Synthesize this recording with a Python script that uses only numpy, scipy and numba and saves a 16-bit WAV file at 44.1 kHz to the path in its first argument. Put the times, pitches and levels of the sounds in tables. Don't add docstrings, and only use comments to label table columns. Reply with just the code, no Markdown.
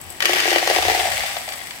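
import sys
import numpy as np
from scipy import signal
from scipy.fft import rfft, irfft
from scipy.io import wavfile
from numba import njit

SR = 44100
rng = np.random.default_rng(int(sys.argv[2]) if len(sys.argv) > 2 else 0)


def store_wav(level_fs):
    pcm = np.round(np.clip(np.atleast_2d(level_fs), -1, 1) * 32767)
    wavfile.write(sys.argv[1], SR, pcm.T.astype(np.int16))


N = 79380
T = np.arange(N) / SR


def amp(db):
    return 10 ** (np.asarray(db) / 20)


def pan(db):
    return amp(np.array([[db], [-db]]) / 2)


def unit(x):
    return x / np.sqrt(np.mean(np.sum(x ** 2, axis=-1)))


def convolve(x, response):
    return signal.fftconvolve(np.atleast_2d(x), np.atleast_2d(response), axes=-1)[:, :N]


def fade(t60):
    return np.exp(-np.log(1000) * T[:int(t60 * SR)] / t60)


def colour(spectrum, size=2048):
    hz, db = np.array(spectrum, float).T
    bins_hz = np.fft.rfftfreq(size, 1 / SR)
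    gain = amp(np.interp(np.log(bins_hz + 1), np.log(hz), db))
    cepstrum = irfft(np.log(gain))
    cepstrum[1:size // 2] *= 2
    cepstrum[size // 2 + 1:] = 0
    return irfft(np.exp(rfft(cepstrum)))


def blows(table, gain_db):
    times, levels = np.array(table).T
    return np.array([times, amp(levels + gain_db)])


def shower(table, column, spread_db, count):
    curve = np.array(table)
    slots = (np.arange(count) + rng.uniform(-2, 2, count)) % count
    times = slots / count * N / SR
    sizes = amp(spread_db * np.clip(rng.standard_normal(count), -2, 2))
    sizes = unit(sizes) * np.sqrt(N) * rng.choice([-1, 1], count)
    envelope = amp(np.interp(times, curve[:, 0], curve[:, column]))
    return np.array([times, sizes * envelope])


def clicks(hits, spectrum):
    times, sizes = hits
    decay = fade(t60=0.024)[:1024]
    bursts = rng.standard_normal((len(times), 2, len(decay))) * decay
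    response = colour(spectrum, size=512)[None, None]
    grains = unit(signal.fftconvolve(bursts, response, axes=-1))
    out = np.zeros((2, 2 * N))
    for start, size, grain in zip(np.clip(times * SR, 0, N).astype(int), sizes, grains):
        out[:, start:start + grain.shape[1]] += size * grain
    return out[:, :N]


@njit
def resonate(starts, poles, sizes, length):
    out = np.zeros(N, np.complex128)
    for k in range(len(starts)):
        phasor = sizes[k] + 0j
        for i in range(max(starts[k], 0), min(starts[k] + length, N)):
            out[i] += phasor
            phasor *= poles[k]
    return out


def covered(times, start_s=0.48, full_s=1.108):
    return np.clip((times - start_s) / (full_s - start_s), 0, 1)


def ring(hits, modes, left_lead_rad, detune, signed):
    times, sizes = hits
    starts = (times * SR).astype(int)
    out, energy = 0, 0
    for (hz, bare_db, covered_db, t60), lead in zip(modes, left_lead_rad):
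        spot, jitter = rng.standard_normal((len(times), 2)).T
        gain = amp(bare_db + covered(times) * (covered_db - bare_db))
        struck_hz = hz * (1 + detune * jitter)
        poles = np.exp((2j * np.pi * struck_hz - np.log(1000) / t60) / SR)
        drive = sizes * gain * (np.sign(spot) if signed else 1)
        tone = resonate(starts, poles, drive, int(t60 * SR))
        out += np.array([(tone * np.exp(1j * lead)).imag, tone.imag])
        energy += np.mean(gain ** 2) * np.sum(fade(t60) ** 2) / 2
    return out / np.sqrt(energy)


# (time [s], level [dB])
CUP_SLIDE = [(0, -47), (.09, -44.5), (.11, -39.5), (.18, -49), (1.1, -32.5), (1.45, -38.5), (1.58, -40),
             (1.8, -44)]
# (time [s], relative level [dB])
CUP_IMPACTS = [(.0135, -43), (.1023, -40), (1.58, -43)]
# (frequency [Hz], relative level [dB])
STEEL_MODES = [(7370, 2), (7850, 8.5), (8150, 6.5), (11278, -3)]
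# (frequency [Hz], relative level [dB])
SCRAPE_SPECTRUM = [(500, -10), (6500, -11.5), (8500, 1.5), (15500, -5)]


def cup():
    slide = shower(CUP_SLIDE, column=1, spread_db=6, count=1100)
    hits = np.hstack([blows(CUP_IMPACTS, gain_db=33.7), slide])
    t60 = 0.067
    modes = [(hz, db, db, t60) for hz, db in STEEL_MODES]
    left_lead_rad = rng.uniform(0, np.pi, len(modes))
    shimmer = ring(hits, modes, left_lead_rad, detune=0.008, signed=True)
    return shimmer + amp(2) * clicks(hits, SCRAPE_SPECTRUM)


# (time [s], level [dB])
RUMBLE_LEVELS = [(0, -53.5), (.08, -40.5), (.17, -59), (.7, -57), (.88, -36), (.99, -46.5), (1.22, -41),
                 (1.45, -69)]
# (frequency [Hz], relative level [dB])
RUMBLE_SPECTRUM = [(25, -17), (90, 6.5), (300, -35)]


def handling():
    rumble = convolve(rng.standard_normal((2, N)), unit(colour(RUMBLE_SPECTRUM)))
    envelope = amp(np.interp(T, *np.array(RUMBLE_LEVELS).T))
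    return envelope * rumble * pan(10)


# (frequency [Hz], relative level [dB])
AMBIENT_SPECTRUM = [(25, -10), (70, 0), (250, -2), (480, -9), (900, -1), (4000, -32), (15500, -15.5)]


def ambience():
    noise = (rng.standard_normal((2, N)) + rng.standard_normal(N)) / np.sqrt(2)
    return amp(-44) * convolve(noise, unit(colour(AMBIENT_SPECTRUM))) * pan(-2)


# (time [s], pea-on-pea level [dB], wall level [dB], base level [dB])
POUR_LEVELS = [(0, -43.5, -49.5, -48.5), (.214, -41.5, -44, -49), (.232, -29, -49, -36),
               (.3, -21.5, -24, -34.5), (.42, -21.5, -26, -34), (.53, -21, -22.5, -39),
               (.6, -24.5, -40.5, -34.5), (.76, -20, -27, -27), (.81, -23.5, -39, -34),
               (.9, -20.5, -34, -24), (1.08, -26, -32, -25.5), (1.22, -26, -33.5, -38.5),
               (1.38, -31, -39.5, -37), (1.46, -36.5, -45, -55), (1.5, -35.5, -47.5, -44.5),
               (1.62, -39, -41, -48.5), (1.8, -36.5, -62, -54)]
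# (time [s], relative level [dB])
PEA_CRACKS = [(.2045, -11.5), (.221, -15), (.2246, -8), (.2482, -15), (.2553, -3), (.2937, -12),
              (.3335, -10.5), (.4018, -10.5), (.504, -11.5), (.531, -14), (.5832, -10.5), (.6746, -9),
              (.8248, -12.5), (1.0682, -19), (1.3677, -18), (1.4894, -18.5), (1.522, -21), (1.537, -21),
              (1.671, -27.5), (1.7086, -23)]
# (time [s], relative level [dB])
CLUMP_KNOCKS = [(.2937, -8.5), (.3348, -13.5), (.3653, -14), (.4551, -11), (.4773, -9.5), (.5163, -9),
                (.5278, -8), (.5594, -2), (.5737, -24), (.6262, -10.5), (.674, -7.5), (.6992, -4.5),
                (.7102, -6.5), (.7618, -6.5), (.767, -13.5), (.7734, -18), (.7851, -6), (.8245, -11.5),
                (.8509, -6), (.8826, -5), (.8989, -5.5), (.9165, -12), (.9475, -11), (.9607, -12),
                (.993, -11.5), (.9986, -8.5), (1.0066, -10.5), (1.197, -19), (1.0543, -18), (1.0981, -23),
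                (1.236, -16.5), (1.366, -19), (1.4785, -18.5)]
# (frequency [Hz], relative level [dB])
CLICK_SPECTRUM = [(280, -35.5), (500, -7), (1400, -5.5), (1900, 2), (2900, -1), (3700, -4), (4700, -4.5),
                  (6500, -7), (15500, -14.5)]


def pea_contacts():
    rattle = shower(POUR_LEVELS, column=1, spread_db=1.5, count=1300)
    hits = np.hstack([blows(PEA_CRACKS, gain_db=16), blows(CLUMP_KNOCKS, gain_db=8.5), rattle])
    return clicks(hits, CLICK_SPECTRUM) * pan(-0.5)


# (frequency [Hz], bare gain [dB], covered gain [dB], T60 [s])
WALL_RESONANCES = [(1143, -12, -12.5, 0.063), (1592, -7.5, -31, 0.031), (1930, 3, 5.5, 0.0027),
                   (1916, 2.5, 2, 0.015), (2063, -26, -3.5, 0.03), (2286, -5.5, -1, 0.022),
                   (2807, 3.5, 0.5, 0.0049), (3037, -4, -26, 0.035), (3425, -2, 3.5, 0.0077),
                   (4664, -13, -9.5, 0.064)]


def bowl_wall():
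    patter = shower(POUR_LEVELS, column=2, spread_db=6, count=500)
    hits = np.hstack([blows(PEA_CRACKS, gain_db=14), blows(CLUMP_KNOCKS, gain_db=8.5), patter])
    left_lead_rad = np.pi * rng.uniform(0.33, 1, len(WALL_RESONANCES))
    return ring(hits, WALL_RESONANCES, left_lead_rad, detune=0.02, signed=True) * pan(10)


def cut(x, hz, kind):
    return signal.sosfilt(signal.butter(7, hz, kind, fs=SR, output="sos"), x)


# (frequency [Hz], bare gain [dB], covered gain [dB], T60 [s])
BASE_RESONANCES = [(357, -3, -43, 0.18), (398.4, -1, -28, 0.081), (494, -4.5, -5.5, 0.039),
                   (610, 0, 0, 0.028), (679, 1.5, 6.5, 0.035), (740.4, 5.5, 9, 0.029), (790, -9, -21, 0.02)]


def bowl_base():
    patter = shower(POUR_LEVELS, column=3, spread_db=4, count=600)
    hits = np.hstack([blows(CLUMP_KNOCKS, gain_db=14), patter])
    left_lead_rad = [0.36] * len(BASE_RESONANCES)
    body = ring(hits, BASE_RESONANCES, left_lead_rad, detune=0.04, signed=False)
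    body = cut(body, 910, "lowpass")
    bare = cut(body, 342.4, "highpass")
    damped = cut(body, 569, "highpass")
    heap = covered(T) ** 2
    return (np.sqrt(1 - heap) * bare + heap * damped) * pan(2.5)


def kitchen(direct):
    decay = fade(t60=0.29)
    onset = np.minimum(T[:len(decay)] / 0.0015, 1)
    tail = rng.standard_normal((2, N))[:, :len(decay)] * decay * onset
    tail = signal.lfilter(*signal.butter(1, 8100, fs=SR), tail)
    return direct + amp(-9.5) * convolve(direct, unit(tail))


def scene():
    pour = bowl_base() + bowl_wall() + pea_contacts() + cup()
    return kitchen(pour) + handling() + ambience()


# (frequency [Hz], gain [dB])
OFF_AXIS_RESPONSE = [(6200, -1), (7200, -9.5), (8100, -13), (10000, -9.5)]


def record(dry):
    heard = np.vstack([dry[:1], convolve(dry[1], colour(OFF_AXIS_RESPONSE))])
    rounded = heard / (1 + heard ** 4) ** (1 / 4)
    lowpass = signal.ellip(10, .2, 80, 15750, fs=SR, output="sos")
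    return signal.sosfilt(lowpass, rounded)


dry = scene()
out = record(dry)
store_wav(out)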